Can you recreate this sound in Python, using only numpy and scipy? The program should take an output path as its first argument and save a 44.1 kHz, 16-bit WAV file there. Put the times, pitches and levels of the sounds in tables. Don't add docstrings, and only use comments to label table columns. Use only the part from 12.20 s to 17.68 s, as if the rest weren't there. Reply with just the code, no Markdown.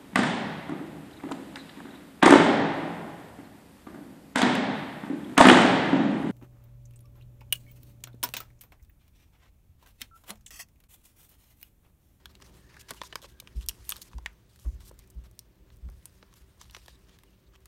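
import sys
import numpy as np
from scipy import signal
from scipy.fft import rfft, irfft, next_fast_len
from scipy.io import wavfile
from scipy.ndimage import uniform_filter1d, map_coordinates

SR = 44100
rng = np.random.default_rng(int(sys.argv[2]) if len(sys.argv) > 2 else 0)


def invert_db(x):
    u = np.asarray(x, float) / 20
    return 10 ** u


def wav_record(signal):
    frames = np.transpose(np.atleast_2d(signal))
    bounded = np.clip(frames, -1, 1)
    quanta = np.round(bounded * 32767).astype(np.int16)
    wavfile.write(sys.argv[1], SR, quanta)


N = 241484


def unit(x):
    return x / np.sqrt(np.mean(x ** 2) + 1e-20)


def peak(x):
    return x / np.abs(x).max()


def along(points, hz):
    point_hz, value = np.transpose(points)
    return np.interp(np.log(hz + 1), np.log(point_hz + 1), value)


def over_time(rows):
    seconds, level_db = np.transpose(rows)
    return np.interp(np.arange(N) / SR, seconds, level_db)


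def wobble(rate):
    knots = rng.standard_normal(int(N * rate / SR) + 4)
    return map_coordinates(knots, [np.arange(N) * rate / SR])


def filtered(x, response):
    n = x.shape[-1]
    size = next_fast_len(n + 8192)
    return irfft(rfft(x, size) * response(np.fft.rfftfreq(size, 1 / SR)), size)[..., :n]


def band(x, low_hz, high_hz):
    edges = [low_hz, min(high_hz, SR / 2.2)]
    return signal.sosfilt(signal.butter(2, edges, "band", fs=SR, output="sos"), x)


def below(x, top_hz):
    return filtered(x, lambda hz: .5 - .5 * np.tanh((hz - top_hz) / 70))


def noise(spectrum):
    return unit(filtered(rng.standard_normal(N), lambda hz: invert_db(along(spectrum, hz))))


# time in seconds, effort in dB.
STIRRING = [(0, -67.5), (.3, -60.5), (.91, -64.5), (1.16, -63.5), (1.5, -63.5), (1.8, -62), (2.24, -68),
            (3.3, -67), (4.47, -67), (4.73, -64.5), (5.48, -69)]
# frequency in Hz, level in dB per Hz.
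TREMOR_COLOUR = [(12, -55), (20, -11), (27, -13.5), (48, 4.5), (70, 3.5), (91, -12), (110, 1), (140, -60),
                 (240, -120)]
# frequency in Hz, level in dB per Hz.
DRONE_COLOUR = [(53, -39), (90, -11.5), (121, -3.5), (151, -4), (198, -5), (216, -9.5), (386, -8.5),
                (412, -13.5), (764, -23.5), (900, -27), (1170, -59), (1980, -120)]
# frequency in Hz, level in dB per Hz.
HISS_COLOUR = [(290, -38), (500, 0.5), (2060, -9), (3730, -12), (4900, -16), (10400, -16), (12000, -15),
               (15800, -8)]
# pitch in Hz, level in dB.
APPLIANCE_TONES = [(119, -68), (190, -71), (382, -74.5)]


def background():
    effort_db = over_time(STIRRING)
    t = np.arange(N) / SR
    shaking = 0
    for start, bump_db, *_ in TABLE_BUMPS:
        since = np.maximum(t - start, 0)
        shaking = shaking + invert_db(bump_db - 60 * since / 2.7) ** 2 * np.minimum(since / 0.033, 1) ** 2
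    rest_db = -59.5 + 0.091 * (effort_db - effort_db.mean())
    tremor_db = 10 * np.log10(invert_db(rest_db) ** 2 + invert_db(-48.5) ** 2 * shaking)
    drone_db = 10 * np.log10(invert_db(effort_db) ** 2 + invert_db(-61.5) ** 2 * shaking)
    tremor = invert_db(tremor_db + 1.4 * wobble(3.39)) * noise(TREMOR_COLOUR)
    drone = invert_db(drone_db + 1.2 * wobble(12)) * noise(DRONE_COLOUR)
    hum = 0
    for hz, db in APPLIANCE_TONES:
        hum = hum + invert_db(db + 3.3 * wobble(7)) * np.sin(2 * np.pi * hz * t + wobble(5.5))
    return tremor + drone + hum + invert_db(-69) * noise(HISS_COLOUR)


SHEET_ZONES = [(750, 1960), (2500, 7120), (7000, 14900)]


def zone_levels(db, bright_db, flank_db):
    held_db = 1.4 * min(bright_db, 0)
    return np.array([db + flank_db - bright_db, db, db + flank_db + bright_db + held_db])


# time in seconds, level in dB.
HANDLING = [(0, -71.5), (.15, -70.5), (.29, -68.5), (.62, -66), (.85, -63.5), (1.16, -71.5), (1.34, -66),
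            (1.51, -68.5), (1.7, -61), (1.92, -69.5), (2.13, -71), (2.39, -76), (2.55, -70), (3.35, -78),
            (3.8, -70), (4.4, -70), (4.6, -66.5), (5.3, -76.5)]
# start in seconds, length in seconds, level in dB,
# brightness in dB.
NAIL_SCRAPES = [(0.218, 0.012, -58.5, -8.5), (0.594, 0.026, -55, 2.5), (.686, 0.02, -50, -3),
                (0.765, .048, -60.5, 0), (0.837, .04, -53.5, 3), (0.902, 0.042, -66, -6),
                (1.023, 0.04, -57.5, -1), (1.357, 0.049, -65.5, 6.5), (1.411, 0.022, -59.5, 3),
                (1.816, .014, -50, 10), (2.293, 0.096, -73.5, 6), (2.44, .11, -74, 11),
                (2.79, 0.055, -69, -6), (3.522, 0.025, -73.5, 8), (4.398, .042, -62, 0),
                (4.453, .045, -71, 5), (4.529, 0.077, -65, 2), (4.555, 0.15, -70.5, 5),
                (4.687, 0.074, -68, 2), (4.886, 0.085, -69, -4), (5.263, 0.02, -77, -9),
                (5.335, 0.023, -68, -6)]
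# start in seconds, length in seconds, level in dB, brightness in dB.
SKIN_STROKES = [(0.094, 0.024, -68, -1), (0.242, 0.059, -66.5, -.5), (0.34, 0.071, -69.5, 0),
                (0.491, 0.1, -69, -5), (0.74, 0.043, -72, 7), (0.929, 0.0055, -55.5, -11),
                (0.96, .035, -68, -1), (1.083, 0.043, -67.5, 1), (1.5, 0.15, -68.5, 0.5),
                (1.644, 0.084, -71, 13.5), (1.728, 0.057, -59, 2), (1.79, .027, -68, 4),
                (1.83, 0.057, -66, 3.5), (1.914, 0.03, -69, -2), (2.39, 0.059, -70.5, 7.5),
                (2.602, 0.045, -68.5, 2), (2.651, 0.048, -64, 6.5), (3.039, 0.032, -66.5, -1.5),
                (3.752, 0.25, -80, 6), (4.157, 0.066, -71.5, 3.5)]


def rubbing():
    sheet_db = over_time(HANDLING)
    body_db = -73 + 0.87 * (sheet_db + 73)
    power = invert_db([body_db - 2.5, sheet_db - 4.5, sheet_db - 8.5]) ** 2
    passes = [(*row, -7.5) for row in NAIL_SCRAPES]
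    passes += [(*row, 0) for row in SKIN_STROKES]
    for start, length, db, bright_db, flank_db in passes:
        zone_db = zone_levels(db, bright_db, flank_db)
        fade_db = -2 * np.linspace(-.5, .5, round(length * SR))
        power[:, round(start * SR):][:, :len(fade_db)] += invert_db(zone_db[:, None] + fade_db) ** 2
    level = np.sqrt(np.abs(uniform_filter1d(power, 220, axis=1)))

    clumps = invert_db(1.35 * wobble(60) + 0.62 * wobble(270))
    slip_size = invert_db(3.4 * np.minimum(rng.exponential(size=N), 4.5))
    slips = (rng.random(N) < 900 / SR) * slip_size * rng.choice([-1, 1], N)
    friction = clumps * (rng.standard_normal(N) + 0.42 * unit(slips))

    _, _, z = signal.stft(friction, nperseg=256)
    bending = uniform_filter1d(uniform_filter1d(rng.standard_normal(z.shape), 6, 0), 10, 1)
    friction = signal.istft(z * invert_db(2.1 * unit(bending)), nperseg=256)[1][:N]
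    signs = (1, -1, 1)
    return sum(sign * g * unit(band(friction, *zone)) for sign, g, zone in zip(signs, level, SHEET_ZONES))


def snaps(events):
    out, t = np.zeros((2, N + 2048)), np.arange(2048) / SR
    for start, db, bright_db, flap_hz, flank_db, t60, sharp in events:
        body_db, middle_db, edge_db = zone_levels(db, bright_db, flank_db)
        zone_t60 = np.clip(t60, .003, .08) * np.array([[.95], [.95], [.8]])
        kick = 0.27 * rng.standard_normal((3, len(t))) * invert_db(-60 * t / zone_t60)
        kick[:, 0] += [sharp, -sharp, sharp]
        zones = [peak(band(k, *zone)) for k, zone in zip(kick, SHEET_ZONES)]

        home = int(flap_hz > SHEET_ZONES[0][1]) + int(flap_hz > SHEET_ZONES[2][0])
        centre = max(flap_hz, 1000)
        width = .21 * centre
        flap = filtered(zones[home], lambda f: 1j * f * width / (centre ** 2 - f ** 2 + 1j * f * width))
        zones[home] = peak(zones[home] + 1.15 * peak(flap))

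        snap = invert_db(body_db) * zones[0] + invert_db(middle_db) * zones[1] + invert_db(edge_db) * zones[2]
        track = int(edge_db > -40)
        out[track, round(start * SR):][:len(t)] -= snap
    return out[:, :N]


# start in seconds, level in dB, brightness in dB,
# flap pitch in Hz.
GLUE_PEELS = [(0.2015, -55, -1, 1130), (0.5674, -45.5, -2.5, 1710), (0.6923, -40, 2, 2740),
              (0.707, -28.5, 4.5, 1050), (0.7156, -41, -2.5, 960), (0.7454, -46, 2.5, 930),
              (0.8352, -38.5, 2, 3550), (0.9294, -53, -5, 1770), (1.4626, -49, 14, 3320),
              (1.693, -27.5, 14, 12000), (1.711, -35.5, 8.5, 8800), (2.3601, -51.5, 5, 1700),
              (2.689, -56, 2, 1000), (2.7145, -61, 11, 970), (2.875, -63, 14, 1360),
              (2.902, -57.5, 16, 6200), (2.9064, -58.5, 15, 5710), (1.222, -65, -7, 1000),
              (5.405, -68, 10, 4000), (2.633, -60, 4, 1040), (3.1128, -56.5, 9.5, 6240),
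              (3.5686, -66, 15.5, 3900), (3.6881, -54, -2, 1000), (3.7, -55, 8.5, 5820),
              (3.856, -40.5, 12.5, 9400), (4.792, -65, 11, 6000), (4.988, -49.5, 4, 3600),
              (5.0353, -49.5, 4, 2180), (5.457, -46.5, 8, 4570)]
# start in seconds, level in dB,
# brightness in dB, flap pitch in Hz.
CREASE_FLIPS = [(.057, -31, 0, 3450), (0.543, -45.5, -3, 1870), (0.6116, -45, 11, 2690),
                (0.7084, -26, 1, 1540), (0.7363, -40, 4, 1000), (0.9562, -21, 0, 5100),
                (1.0185, -41.5, 5, 3780), (1.026, -42.5, 10, 3620), (1.036, -44.5, 9, 3780),
                (1.2007, -33.5, 12.5, 3750), (1.512, -45, -2, 2890), (1.7212, -19.5, 4.5, 2940),
                (1.76, -37, 1, 4400), (1.7662, -33.5, 10, 3780), (1.818, -35.5, 13.5, 4270),
                (1.9325, -48, -11, 990), (1.915, -57, -8, 1000), (2.391, -49.5, 1, 3840),
                (2.3973, -48, 9, 5830), (2.606, -45.5, 2, 2860), (2.791, -48, 19, 6800),
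                (4.1284, -52.5, -4, 1110), (4.1395, -44.5, 6, 1030), (4.412, -41.5, 0.5, 1110),
                (4.6607, -43, 6, 3740), (4.6819, -35.5, 0, 1700), (4.4545, -53, -3, 3940),
                (4.894, -50, 2, 3000), (5.3539, -51, -3, 2065), (5.359, -50, 2, 2190)]
# start in seconds, level in dB,
# brightness in dB, flap pitch in Hz.
NAIL_PICKS = [(.1529, -40, 3.5, 3060), (0.213, -47, 4, 4490), (0.223, -36, 0, 1250), (0.686, -46, 6, 1510),
              (.816, -25, -3, 3650), (.826, -39, 4, 4510), (0.9261, -34.5, -8, 2870),
              (1.0435, -40.5, -11, 990), (1.274, -35.5, -3, 2600), (1.4103, -44.5, 13, 2840),
              (1.43, -48, 7, 3730), (1.4408, -49, 12, 3700), (1.4869, -15, 16.5, 5400),
              (1.4931, -23.5, 19.5, 2930), (1.498, -37, 1, 2800), (1.651, -44.5, 10, 3690),
              (1.703, -27.5, 18.5, 7200), (1.8216, -40, 16, 4680), (1.9838, -40.5, -6.5, 1000),
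              (2.0605, -22, -1, 1980), (3.1916, -31, 17, 5670), (3.503, -51, -8, 3600),
              (4.0274, -45, -12, 3040), (4.4146, -32, 3, 6400), (4.421, -40, 4, 4270),
              (4.4434, -48, 8, 4040), (4.498, -43.5, -3, 3090), (4.51, -44.5, 16, 4000),
              (4.548, -29, -1.5, 2220), (4.566, -32.5, -3, 1610)]
# body and edge over the middle in dB,
# time to fade by 60 dB in seconds, sharpness of the first kick (no unit).
SNAP_MANNERS = [
    (3.5, 0.022, 1.7),
    (-4, 0.021, 1.7),
    (-8.5, 0.02, 2.03),
]
# start in seconds, peak in dB.
GLUE_TICKS = [(0.4144, -56), (2.2344, -67.5), (2.3326, -56), (2.7422, -56), (2.8004, -55), (2.823, -54),
              (2.8394, -57), (2.9472, -58), (3.1527, -58), (3.3244, -67), (3.3563, -60.5), (3.5614, -55),
              (3.7194, -54), (3.927, -54), (4.0178, -61), (4.0644, -67), (4.2944, -67), (4.3804, -58),
              (4.4324, -47)]


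def main_snaps():
    events = []
    for rows, manner in zip((GLUE_PEELS, CREASE_FLIPS, NAIL_PICKS), SNAP_MANNERS):
        events += [(*row, *manner) for row in rows]
    # brightness 12.5 dB, pitch 6000 Hz, flanks -1 dB, fade 0.009 s, sharpness 1.4
    events += [(start, db - 8.5, 12.5, 6000, -1, .009, 1.4) for start, db in GLUE_TICKS]
    return snaps(events)


# frequency in Hz, time to fade by 60 dB in seconds.
ROOM_FADE = [(500, 0.48), (2000, 0.11), (6000, 0.14), (15000, 0.073)]


def room(x):
    out, step = np.zeros(N + SR), SR // 4
    for start in range(0, N, step):
        hz, t, z = signal.stft(rng.standard_normal(SR // 4), SR, nperseg=256)
        fade = invert_db(-60 * t / along(ROOM_FADE, hz)[:, None])
        tail = signal.istft(z * fade, SR, nperseg=256)[1]
        wet = signal.fftconvolve(x[start:start + step], tail / np.linalg.norm(tail))
        out[start + 130:][:len(wet)] += wet
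    return out[:N]


# start in seconds, peak in dB, pitch in Hz,
# time to fade by 60 dB in seconds.
SPAN_RINGS = [(.0572, -39, 1660, 0.023), (.709, -43.5, 135, 0.081), (.7085, -44, 926, .04),
              (.7085, -36, 1530, .03), (.8162, -26.5, 1020, 0.023), (.8162, -33, 1810, 0.024),
              (.8355, -42, 990, 0.057), (.9268, -38, 1785, 0.039), (.9268, -36.5, 2960, 0.022),
              (.9565, -28, 1530, 0.022), (0.9562, -33, 1250, 0.024), (0.9574, -34, 3050, .015),
              (.9565, -32, 3900, .012), (.9565, -32, 6600, .012), (.9565, -32.5, 2250, .02),
              (1.029, -43.5, 600, .02), (1.0435, -45, 950, 0.036), (1.2015, -43, 2300, 0.018),
              (1.7215, -33.5, 3130, .022), (1.765, -43, 3760, .03), (2.0608, -25.5, 1840, 0.027),
              (2.0604, -28, 2140, 0.019), (3.192, -45.5, 5500, .03), (3.857, -55, 9500, .04),
              (1.2017, -39.5, 3000, 0.016), (1.7216, -34, 1180, 0.019), (1.463, -52, 3300, .015),
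              (1.984, -43, 960, 0.022), (4.028, -47, 4000, 0.012), (5.4572, -54, 4740, .015),
              (5.4572, -59, 6600, .015), (4.5482, -38, 2260, 0.016), (1.068, -53, 450, .02),
              (1.787, -48, 520, .02), (1.9328, -52, 2550, .015), (.0572, -52, 2100, .012),
              (1.693, -39, 4100, .015)]
# start in seconds, length in seconds, level in dB,
# pitch in Hz, width as a share of the pitch.
SKIN_WHISTLES = [(0.369, 0.22, -68.5, 1780, 0.12), (.57, .14, -68.5, 1670, .08),
                 (0.769, .022, -61.5, 2900, 0.092), (.807, 0.0084, -58, 3580, .2),
                 (.845, 0.029, -57, 3750, .15), (0.84, .032, -58, 6700, .12), (.9, .025, -66, 4300, .2),
                 (1.089, 0.21, -71.5, 1590, .06), (1.045, .018, -62, 5500, 0.18),
                 (1.724, .016, -58, 3000, .15), (2.29, .03, -76, 4600, .08), (2.43, 0.14, -70, 6550, 0.27),
                 (4.538, .024, -56.5, 5840, .06), (4.688, 0.086, -69.5, 3770, .1),
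                 (4.9, 0.062, -71, 3400, 0.17), (4.92, .06, -75, 4200, .08), (5.07, .02, -75, 2920, 0.045),
                 (5.264, .022, -72.5, 4000, .3), (5.342, .028, -68, 3100, .1), (0.239, .16, -68, 520, .9),
                 (3.029, .05, -69, 750, 0.69), (5.125, 0.031, -72, 3000, .5)]


def singing():
    out, t = np.zeros(N + SR), np.arange(4096) / SR
    for start, db, hz, t60 in SPAN_RINGS:
        tone = invert_db(db - 60 * t / max(t60, .004)) * np.sin(2 * np.pi * hz * t)
        out[round(start * SR):][:len(t)] -= tone
    for start, length, db, hz, width in SKIN_WHISTLES:
        spread = 1 + max(width, .02) / 2
        drag = unit(band(rng.standard_normal(SR // 4), hz / spread, hz * spread))[:round(length * SR)]
        out[round(start * SR):][:len(drag)] += invert_db(db) * signal.windows.tukey(len(drag), .4) * drag
    return out[:N]


# start in seconds, peak in dB,
# pitch in Hz, time to fade by 60 dB in seconds, spread as a frequency ratio.
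FINGER_KNOCKS = [(.226, -52.5, 394, 0.037, 1.5), (0.708, -37, 395, 0.03, 1.28),
                 (0.716, -41, 196, 0.055, 2.2), (.816, -40, 500, 0.012, 1.29),
                 (.927, -42.5, 535, 0.027, 1.27), (0.955, -38.5, 510, 0.035, 1.32),
                 (1.043, -43, 490, 0.039, 1.33), (1.223, -51.5, 654, 0.012, 1.26),
                 (1.721, -46, 495, 0.029, 1.8), (1.7213, -36, 3150, 0.018, 1.44),
                 (1.984, -39, 950, 0.022, 1.26), (2.06, -41.5, 600, 0.022, 2.1),
                 (2.0623, -31, 1920, 0.012, 1.17), (2.064, -40, 1900, 0.18, 1.37),
                 (2.449, -49.5, 786, 0.14, 1.7), (2.456, -45.5, 295, 0.053, 1.08),
                 (2.712, -41.5, 646, 0.016, 1.56), (3.688, -50, 696, 0.045, 1.37),
                 (4.028, -46, 597, 0.028, 2), (4.568, -43.5, 507, 0.031, 1.8),
                 (4.682, -40, 493, 0.011, 2.5)]


def knocks():
    out, t = np.zeros(N + 8192), np.arange(8192) / SR
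    for start, db, hz, t60, spread in FINGER_KNOCKS:
        puff = rng.standard_normal(len(t)) * invert_db(-60 * t / t60)
        spread = max(spread, 1.05)
        out[round(start * SR):][:len(t)] += invert_db(db) * peak(band(puff, hz / spread, hz * spread))
    return out[:N]


# start in seconds, level in dB, brightness in dB,
# flap pitch in Hz.
SMALL_CRACKS = [(.7097, -32, 8, 9500), (0.716, -40, 8, 7200), (.7545, -54, 5, 4000), (.774, -52, 4, 2900),
                (.9305, -45, -4, 3000), (.992, -58, 8, 6000), (1.0895, -54, 6, 3400),
                (1.192, -56, -4, 3500), (1.2028, -36, 11, 5170), (1.204, -38, 8, 6500),
                (1.4235, -49, 4, 3000), (1.436, -50, 10, 3700), (1.4597, -56, 10, 6000),
                (1.481, -53, 10, 6000), (1.498, -40, 14, 12500), (1.6915, -40, 17, 12000),
                (1.6955, -32, 12, 12500), (1.7047, -38, 12, 13000), (1.8245, -43, 12, 6000),
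                (1.827, -44, 14, 11000), (1.9828, -42, 5, 6270), (2.027, -65, 14, 11000),
                (2.13, -60, 14, 12000), (2.797, -49, 8, 7500), (2.686, -60, 10, 12000),
                (3.044, -60, 4, 5000), (4.5675, -38, 2, 5500), (4.8698, -58, 0, 2860),
                (5.058, -62, 2, 4000), (5.277, -64, 0, 3500), (1.142, -59, -2, 3800),
                (3.972, -68, 14, 12000), (3.987, -68, 14, 13000), (4.998, -64, 14, 12500),
                (5.106, -62, 14, 12500), (5.203, -65, 14, 12000), (.782, -54, 2, 5300),
                (.8465, -50, 6, 5000), (.857, -50, 6, 7000), (.868, -50, 6, 4000), (4.428, -54, 6, 6000),
                (4.709, -58, 6, 6500)]
# body and edge over the middle in dB, time to fade by 60 dB in seconds,
# sharpness of the first kick (no unit).
CRACK_MANNER = (-8.5, 0.013, 1.6)


def small_cracks():
    return snaps([(*row, *CRACK_MANNER) for row in SMALL_CRACKS])


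# start in seconds, strength in dB, rattle level in dB,
# time for the rattle to fade by 60 dB in seconds.
TABLE_BUMPS = [
    (1.343, -3.5, -50, 0.25),
    (1.9324, -7.5, -51.5, 0.21),
    (2.4425, 0.5, -53, 0.37),
    (2.9434, -9.5, -58, 0.42),
    (3.61, -9.5, -54.5, 0.1),
    (3.641, -12, -52, 0.29),
    (4.195, -24.5, -82, 0.16),
    (1.456, -18.5, -72, 0.14),
    (2.035, -23, -72, .15),
    (2.571, -26, -70, 0.13),
]
# pitch in Hz, level in dB, time to fade by 60 dB in seconds.
TABLE_TONES = [(44.2, -11, .19), (57.1, -4.8, .19), (70.1, -17, .24)]


def bumps():
    out, t = np.zeros(N + SR), np.arange(SR // 2) / SR
    push = (1 - np.exp(-t / .05)) ** 2
    boom = 0
    for k, (hz, db, t60) in enumerate(TABLE_TONES):
        boom = boom + (-1) ** (k + 1) * invert_db(db - 60 * t / t60) * np.sin(2 * np.pi * hz * t)
    for start, db, rattle_db, rattle_t60 in TABLE_BUMPS:
        rattle = unit(band(rng.standard_normal(len(t)), 90, 183))
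        rattle = rattle * invert_db(rattle_db + 8 - 60 * t / rattle_t60) * (1 - np.exp(-t / 0.009)) ** 2
        out[round(start * SR):][:len(t)] += invert_db(db) * push * boom + rattle
    return out[:N]


def scene():
    dull, bright = main_snaps()
    dull_cracks, bright_cracks = small_cracks()
    echo = invert_db(-19.5) * room(dull + bright)
    steady = background() + rubbing() + dull + echo + singing() + knocks() + dull_cracks + bumps()
    return (below(bright + bright_cracks, 16950) + below(steady, 15950))[None]


# frequency in Hz, level in dB.
MICROPHONE_COLOUR = [(500, -0.5), (620, -1), (770, -5), (950, -1), (1200, -2), (1400, -4), (1700, -2.5),
                     (3000, -1), (6000, -2.5), (7600, -4), (9200, -1.5), (10600, -5), (12500, -1),
                     (15500, -5.5)]


def microphone(x):
    return filtered(x, lambda hz: invert_db(along(MICROPHONE_COLOUR, hz)))


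def roll_off(x):
    return signal.sosfilt(signal.butter(12, 17030, fs=SR, output="sos"), x)


def record(dry):
    mix = microphone(dry)
    return roll_off(mix)


dry = scene()
out = record(dry)
wav_record(out)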